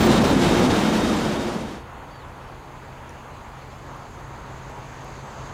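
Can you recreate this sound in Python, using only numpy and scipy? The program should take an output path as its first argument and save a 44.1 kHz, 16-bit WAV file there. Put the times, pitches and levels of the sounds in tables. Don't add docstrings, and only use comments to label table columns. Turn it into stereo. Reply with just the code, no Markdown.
import sys
import numpy as np
from scipy import signal
from scipy.fft import rfft, irfft
from scipy.io import wavfile
from scipy.ndimage import uniform_filter1d

SR = 44100
rng = np.random.default_rng(int(sys.argv[2]) if len(sys.argv) > 2 else 0)


def boost(x):
    u = np.asarray(x, float) / 20
    return 10 ** u


def inscribe(sig):
    pcm = np.round(np.clip(np.atleast_2d(sig).T, -1, 1) * 32767)
    wavfile.write(sys.argv[1], SR, pcm.astype(np.int16))


N = 243873
T = np.arange(N) / SR
HZ = np.fft.rfftfreq(N, 1 / SR)
NEAR_EDGE_HZ = 15120

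# (start [s], end [s])
FADE_S = (0.53, 1.835)
# (middle [s], length [s], level [dB])
SHADOWS = [
    (0, 0.0083, -13),
    (.211, 0.041, -4.5),
    (.232, 0.01, -15),
    (.366, 0.1, -7),
    (.683, 0.033, -9),
    (1.0, 0.023, -2),
    (1.07, 0.013, -1),
    (1.162, 0.039, 0),
    (1.625, 0.092, -3.5),
]
# (frequency [Hz], left lead [rad])
FAR_PORTS = [
    [(60, 1.0), (130, 1.0), (290, 0.97), (640, 0.86), (1410, 0.65), (3090, 0.7), (6800, 0.79), (15000, 0.97)],
    [(60, 0.0), (110, 0.0), (200, 0.0), (380, 0.5), (700, 2.5), (1290, 2.5), (2380, -0.5), (4390, -0.5), (8110, 2.5), (15000, 0.0)],
    [(0, 0), (1120, 0.3), (2330, -0.1), (3450, 0.1), (5940, -0.0), (7320, 0.1), (7920, -0.0), (15200, 0.0)],
]


def read(points, hz):
    f, value = np.transpose(points)
    return np.interp(np.log(hz + 1), np.log(f + 1), value)


def curve(rows, t):
    s, *columns = np.transpose(rows)
    return np.array([np.interp(t, s, column) for column in columns])


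def bumps(rows, t, order=2):
    return sum(height * np.exp(-abs(2 * (t - s) / length) ** order) for s, length, height in rows)


def resonances(modes):
    power = sum(boost(db) ** 2 / (1 + (2 * (HZ - hz) / width) ** 2) ** 2 for hz, width, db in modes)
    return np.sqrt(power)


def band_db(x, lo, hi):
    z = rfft(x.mean(0))[(HZ > lo) & (HZ < hi)]
    return 10 * np.log10(2 * np.sum(abs(z) ** 2) / N ** 2 + 1e-20)


def ports(gain, same, lean_db, lead):
    a, b, c, d = rng.standard_normal((len(HZ), 4)).T
    share = np.clip(read(same, HZ), 0, 1)
    left = a + 1j * b
    right = share * left + np.sqrt(1 - share ** 2) * (c + 1j * d)
    half = boost(read(lean_db, HZ) / 2) * np.exp(.5j * np.interp(HZ, *np.transpose(lead)))
    x = irfft(gain * np.array([left * half, right / half]), N)
    return x / boost(band_db(x, 0, SR))


def moving(x, levels_db, bands, patchy_db, flicker_db):
    hz, t, z = signal.stft(x, SR, nperseg=512, noverlap=384)
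    rows = levels_db(t) - np.array([band_db(x, *band) for band in bands])[:, None]

    middles = np.log([np.sqrt(lo * hi) for lo, hi in bands])
    place = np.interp(np.log(hz + 1), middles, np.arange(len(bands)))
    weights = np.maximum(1 - abs(place[:, None] - np.arange(len(bands))), 0)

    patches = rng.standard_normal((len(t), len(hz)))
    patches = uniform_filter1d(uniform_filter1d(patches, size=30, axis=0), size=10, axis=1).T
    flicker = uniform_filter1d(rng.standard_normal(len(t)), size=5)
    gain_db = weights @ rows
    gain_db += patchy_db * patches / patches.std() * np.clip(hz / 700, 0, 1)[:, None]
    gain_db += flicker_db * flicker / flicker.std() * np.clip(hz / 4000, 0, 1)[:, None]
    return signal.istft(z * boost(gain_db), SR, nperseg=512, noverlap=384)[1][:, :N]


def tone(hz, level_db, waver_hz):
    waver = uniform_filter1d(rng.standard_normal(len(level_db)), size=600)
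    pitch_hz = hz + waver_hz * waver / waver.std()
    return np.sqrt(2) * boost(level_db) * np.sin(2 * np.pi * np.cumsum(pitch_hz) / SR)


def rolling_tail():
    # (low [Hz], high [Hz])
    bands = [(60, 240), (270, 900), (2000, 7000), (8000, 13000)]
    # start (level [dB]), loss (rate [dB/s]), dip in the shadows (share)
    start_db = [-20.5, -20.5, -29.5, -44]
    loss_db_per_s = [2.1, 0.28, 0.89, 0.23]
    shade_share = [0, 0.24, 0.54, 0.32]
    # (frequency [Hz], density [dB/Hz])
    roar_spectrum = [(15, -44), (25, -7.5), (133, -0.5), (227, 3), (386, -2.5), (517, -5), (1240, -13),
                     (1900, -19), (3410, -23.5), (3690, -23.5), (4210, -27), (6280, -29.5), (9600, -40),
                     (13200, -47), (14300, -58)]
    # (frequency [Hz], width [Hz], level [dB])
    body_modes = [(190, 24, -2), (225, 12, -3), (255, 12, -4), (305, 12, -7), (350, 7, -2), (503, 10, -10),
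                  (894, 14, -12)]
    wheel_modes = [(1579, 20, -5), (1797, 11, -3), (1863, 20, -7), (2208, 16, -5), (2707, 25, -10),
                   (3019, 20, -11), (3159, 35, -8), (3293, 16, -9), (3363, 16, -9), (4417, 32, -10),
                   (4768, 27, -11), (5120, 40, -14), (5561, 25, -14), (7780, 30, -19), (8834, 40, -21),
                   (9297, 70, -18)]
    # (frequency [Hz], left lead [rad])
    image = [
        [(60, .46), (130, .5), (290, .63), (640, .6), (1410, .64), (3090, .8), (6800, .6), (15000, .9)],
        [(60, -0.5), (92, 0.0), (140, 0.5), (210, 1.5), (330, 2.5), (500, 4.0), (770, 6.5), (1170, 5.5), (1790, 6.0), (2740, 6.5), (4190, 8.0), (6400, 5.5), (9790, -0.5), (15000, 0.0)],
        [(0, 0), (780, -0.1), (1030, -0.6), (1460, -0.3), (1810, -0.7), (3270, -0.1), (4050, -0.8), (4650, -0.5), (5250, -0.9), (5770, -0.6), (7060, -0.3), (9130, 0.6), (10700, 0.0), (15200, 0.0)],
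    ]
    lean_db_per_s, lean_until_s = 2, 2

    def levels_db(t):
        shade_db = np.outer(shade_share, bumps(SHADOWS, t, order=4))
        return np.c_[start_db] - np.outer(loss_db_per_s, t) + shade_db

    roar = ports(boost(read(roar_spectrum, HZ)) * (HZ < NEAR_EDGE_HZ), *image)
    roar += boost(-7) * ports(resonances(body_modes), *image)
    roar += boost(-23) * ports(resonances(wheel_modes), *image)
    rolling = moving(roar, levels_db, bands, patchy_db=-0.1, flicker_db=1.0)
    lean_db = lean_db_per_s * (np.minimum(T, lean_until_s) - FADE_S[0])
    return rolling * boost(np.outer([.5, -.5], lean_db))


def singing_wheels():
    # (frequency [Hz]), start (level [dB]), loss (rate [dB/s])
    pitches_hz = (3716, 4069, 7431, 4417, 4770)
    start_db = [-42, -46.5, -52.5, -61, -59.5]
    losses_db_per_s = [1.5, 6, 3, 0, 1]
    # (middle [s], length [s], level [dB])
    low_rubs = [(.03, .04, 4), (.16, .1, 6), (.31, .12, 4), (.52, .25, 4), (.72, .1, 6), (.89, .09, 4),
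                (1.036, .06, 8), (1.115, .05, 5), (1.21, .06, 3), (1.38, .14, 5)]
    high_rubs = [(.02, .08, 5), (.12, .1, 8), (.184, .04, 5), (.315, .09, 8), (.44, .14, 7), (.8, .09, 7),
                 (1.175, .08, 9), (1.29, .07, 4), (1.45, .12, 5), (1.56, .06, 5)]
    shade_db = 1.2 * bumps(SHADOWS, T, order=4)
    low_db, high_db = bumps(low_rubs, T), bumps(high_rubs, T)
    rubs = (low_db, high_db, high_db, low_db / 2, low_db / 2)
    singing = sum(tone(hz, db - loss * T + shade_db + rub_db, waver_hz=11.8)
                  for hz, db, loss, rub_db in zip(pitches_hz, start_db, losses_db_per_s, rubs))
    return singing * boost(np.array([[2.5], [-4.5]]))


def body_tones():
    # (middle [s], length [s], frequency [Hz], level [dB])
    panel_booms = [
        (0.094, 0.19, 350, -27),
        (0.38, 0.074, 263.3, -21),
        (0.606, 0.12, 349, -23),
        (0.654, 0.11, 244.7, -22.5),
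        (0.799, .2, 301.7, -25),
        (1.014, 0.1, 246.4, -29),
        (1.205, .25, 307.3, -27),
        (1.406, 0.38, 354.6, -26.5),
    ]
    # (time [s], frequency [Hz], level [dB])
    motor = [(0, 214.8, -23), (.15, 224.6, -25), (.3, 227, -20.5), (.4, 193.5, -27.5), (.5, 186.5, -34),
             (.62, 186.6, -34), (.72, 192.7, -24), (.9, 218, -21.5), (1.05, 214.3, -27)]
    panels = sum(bumps([(s, length, 1)], T) * tone(hz, db + 0 * T, waver_hz=3.96)
                 for s, length, hz, db in panel_booms)
    return panels + tone(*curve(motor, T), waver_hz=3.3)


def body_hum():
    lean_db, side_db = 1.0, -13
    centre = body_tones() * boost(np.c_[[lean_db, -lean_db]])
    return centre + np.outer([1, -1], boost(side_db) * body_tones())


def converter_whine():
    # (frequency [Hz], width [Hz], level [dB])
    whine_modes = [(14755, 110, 0), (14700, 500, -12)]
    # (middle [s], length [s], level [dB])
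    surges = [
        (0, .2, 12),
        (.165, 0.035, 4),
        (.245, .04, 10),
        (.305, .04, 9),
        (.76, .06, 5),
        (.93, 0.081, 5),
        (1.8, .25, -20),
    ]
    level_db = -55 - 1 * T + 0.77 * bumps(SHADOWS, T, order=4) + bumps(surges, T)
    return ports(resonances(whine_modes), *FAR_PORTS) * boost(level_db)


def near_train():
    return rolling_tail() + singing_wheels() + body_hum() + converter_whine()


def nearing_db(t):
    arrive_s = 8.72
    return -20 * np.log10(1 - t / arrive_s)


def far_rolling():
    # (low [Hz], high [Hz])
    bands = [(30, 250), (450, 1800), (2500, 4000), (4100, 5400), (5900, 7900)]
    # locomotive (level [dB]), pull of nearness (share), distant traffic (level [dB])
    loco_db = [-52.5, -50, -67.5, -73, -71.5]
    nearing_share = [1.1, 1.15, 1.4, 1.75, 1.8]
    traffic_db = [-46.5, -43, -58, -68.5, -73]
    # (frequency [Hz], density [dB/Hz])
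    roar_spectrum = [(13, -38), (22, -2), (49, 7.5), (101, 3), (130, -1), (162, -5), (379, -11.5),
                     (440, -12.5), (594, -13.5), (673, -14.5), (932, -12.5), (2350, -27.5), (5630, -42),
                     (6530, -34), (8600, -56), (11200, -74), (18900, -120)]
    # (frequency [Hz], width [Hz], level [dB])
    ground_modes = [(50, 8, 0), (82, 8, 0), (148, 16, -2)]
    rail_modes = [(4225, 14, -6), (4600, 300, -14), (6320, 12, -7), (6620, 60, -6), (6948, 50, -5),
                  (7288, 30, -2), (7550, 600, -16), (7757, 40, -10), (9200, 900, -27), (10850, 200, -26)]
    # (middle [s], length [s], level [dB])
    gusts = [
        (3.92, 0.28, 1.5),
        (4.4, 0.2, 2),
        (4.75, 0.16, 2),
        (5.3, 0.22, 1.5),
    ]

    def levels_db(t):
        train_db = np.c_[loco_db] + np.outer(nearing_share, nearing_db(t))
        field_db = np.c_[traffic_db] - 1.72 * (t - FADE_S[1])
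        both_db = 10 * np.log10(boost(2 * train_db) + boost(2 * field_db))
        return both_db + np.outer([0, 1, 0, 0, 0], bumps(gusts, t))

    roar = ports(boost(read(roar_spectrum, HZ)), *FAR_PORTS)
    roar += boost(-12.5) * ports(resonances(ground_modes), *FAR_PORTS)
    roar += boost(-32.5) * ports(resonances(rail_modes), *FAR_PORTS)
    return moving(roar, levels_db, bands, patchy_db=1.05, flicker_db=.4)


def overhead_wire():
    # (middle [s], length [s], level [dB])
    gaps = [
        (2.24, .6, -12),
        (2.86, 0.088, -5),
        (3.58, 0.12, -8),
    ]
    return tone(6428, -81 + 1.8 * nearing_db(T) + bumps(gaps, T, order=4), waver_hz=2.8)


def far_motor():
    # (middle [s], length [s], level [dB])
    beats = [(2.01, .08, -12), (3.02, 0.049, -1), (3.45, .07, -18), (3.6, 0.091, 2.5), (4.2, 0.048, -9),
             (4.285, 0.074, 5.5), (4.42, 0.093, -10), (4.54, 0.18, 3.5), (5.22, .1, 3), (5.3, .05, -9),
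             (5.43, 0.083, 5.5)]
    return tone(131.2, -52 + .9 * nearing_db(T) + bumps(beats, T), waver_hz=1.6)


def far_train():
    return far_rolling() + overhead_wire() + far_motor()


def hiss():
    # (frequency [Hz], density [dB/Hz])
    spectrum = [(4820, -27), (8200, -0.5), (10100, 0.5), (11500, -1.5), (15400, -4.5)]
    x = ports(boost(read(spectrum, HZ)), *FAR_PORTS)
    return x * boost(-68.5 - band_db(x, 8500, 15000))


def birds():
    # (start [s], length [s], first [Hz], last [Hz], level [dB])
    plain_notes = [
        (1.72, .14, 4420, 4420, -66),
        (1.94, .1, 4420, 4330, -70),
        (2.39, .13, 5450, 5460, -70),
        (3.6, .035, 4450, 4350, -63),
        (3.71, .07, 5350, 5200, -66),
    ]
    # (time [s], frequency [Hz], level [dB])
    chirp = [
        (2.098, 4380, -63),
        (2.107, 4420, -63),
        (2.113, 4630, -59),
        (2.135, 4620, -64),
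        (2.15, 4610, -59),
        (2.183, 4560, -60),
        (2.207, 4250, -63),
        (2.243, 3420, -59),
        (2.265, 3080, -65),
    ]
    out = np.zeros(N)
    plain = [[(s, first_hz, db), (s + length, last_hz, db)] for s, length, first_hz, last_hz, db in plain_notes]
    for rows, ends in zip([chirp] + plain, [.15] + [.6] * len(plain)):
        on = (T > rows[0][0]) & (T < rows[-1][0])
        hz, level_db = curve(rows, T[on])
        out[on] += signal.windows.tukey(on.sum(), ends) * tone(hz, level_db, waver_hz=25)
    echo = rng.standard_normal((2, 4000)) * boost(-54 - 60 * T[:4000] / 0.23)
    return out * boost(np.array([[1.5], [-1.5]])) + signal.oaconvolve(out[None], echo, axes=1)[:, :N]


def ticks():
    # (time [s], peak [dB], ringing share [dB], low modes [dB])
    snaps = [
        (1.936, -59, -20, 0),
        (3.093, -53, 13, 7),
        (3.1055, -56, 12, -3),
        (3.489, -55, -20, 0),
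        (3.586, -56, -20, 0),
        (3.756, -61, 11, -12),
        (3.963, -53, -6, -6),
        (4.696, -52, -20, 0),
        (4.787, -53, -20, 0),
        (5.044, -49, -12, -6),
    ]
    # (frequency [Hz], width [Hz], level [dB])
    modes = [(5800, 260, 0), (6900, 260, -3), (9260, 220, 0), (10700, 300, -9), (13000, 300, -11)]
    out, t = np.zeros(N), T[:400]
    bright = signal.butter(2, (6500, 14000), "bandpass", fs=SR)
    onset = 1 - np.exp(-t / .001)
    for s, peak_db, ring_db, low_db in snaps:
        snap = signal.lfilter(*bright, rng.standard_normal(len(t))) * np.exp(-t / .002)
        rings = np.zeros(len(t))
        for hz, width, db in modes:
            ring = np.exp(-np.pi * width * t) * np.sin(2 * np.pi * (hz * t + rng.random()))
            rings += boost(db + low_db * (hz < 8000)) * ring
        out[round(s * SR):][:400] += boost(peak_db) * (2 * snap + boost(ring_db) * rings) * onset
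    return out * boost(np.array([[1.5], [-1.5]]))


def faded(t):
    return np.clip((t - FADE_S[0]) / (FADE_S[1] - FADE_S[0]), 0, 1)


def scene():
    near_gain = (1 - faded(T)) ** .8
    return near_gain * near_train() + faded(T) * (far_train() + hiss() + birds() + ticks())


def starved(x):
    # (middle [s], length [s], share [0-1])
    dropouts = [
        (.05, .62, .6),
        (.74, .05, .8),
        (.95, .2, .12),
        (1.23, .04, .3),
        (1.51, .04, .8),
    ]
    # (low [Hz], high [Hz])
    range_hz = (11300, 14400)
    hz, t, z = signal.stft(x, SR, nperseg=1024, noverlap=768)
    block, band = np.arange(len(t)) // 7, np.arange(len(hz)) // 8
    draws = rng.random((block[-1] + 1, band[-1] + 1))[block][:, band].T
    height = np.clip((hz - range_hz[0]) / (range_hz[1] - range_hz[0]), 0, 1) * (hz < range_hz[1])
    holes = draws < np.sqrt(height)[:, None] * bumps(dropouts, t, order=4)
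    top = (hz[:, None] > NEAR_EDGE_HZ) & (t < 1.6)
    return signal.istft(z * ~(holes | top), SR, nperseg=1024, noverlap=768)[1][:, :N]


def low_pass(x):
    return signal.sosfilt(signal.butter(12, 15730, fs=SR, output="sos"), x)


def record(dry):
    mix = starved(dry)
    return low_pass(mix)


dry = scene()
out = record(dry)
inscribe(out)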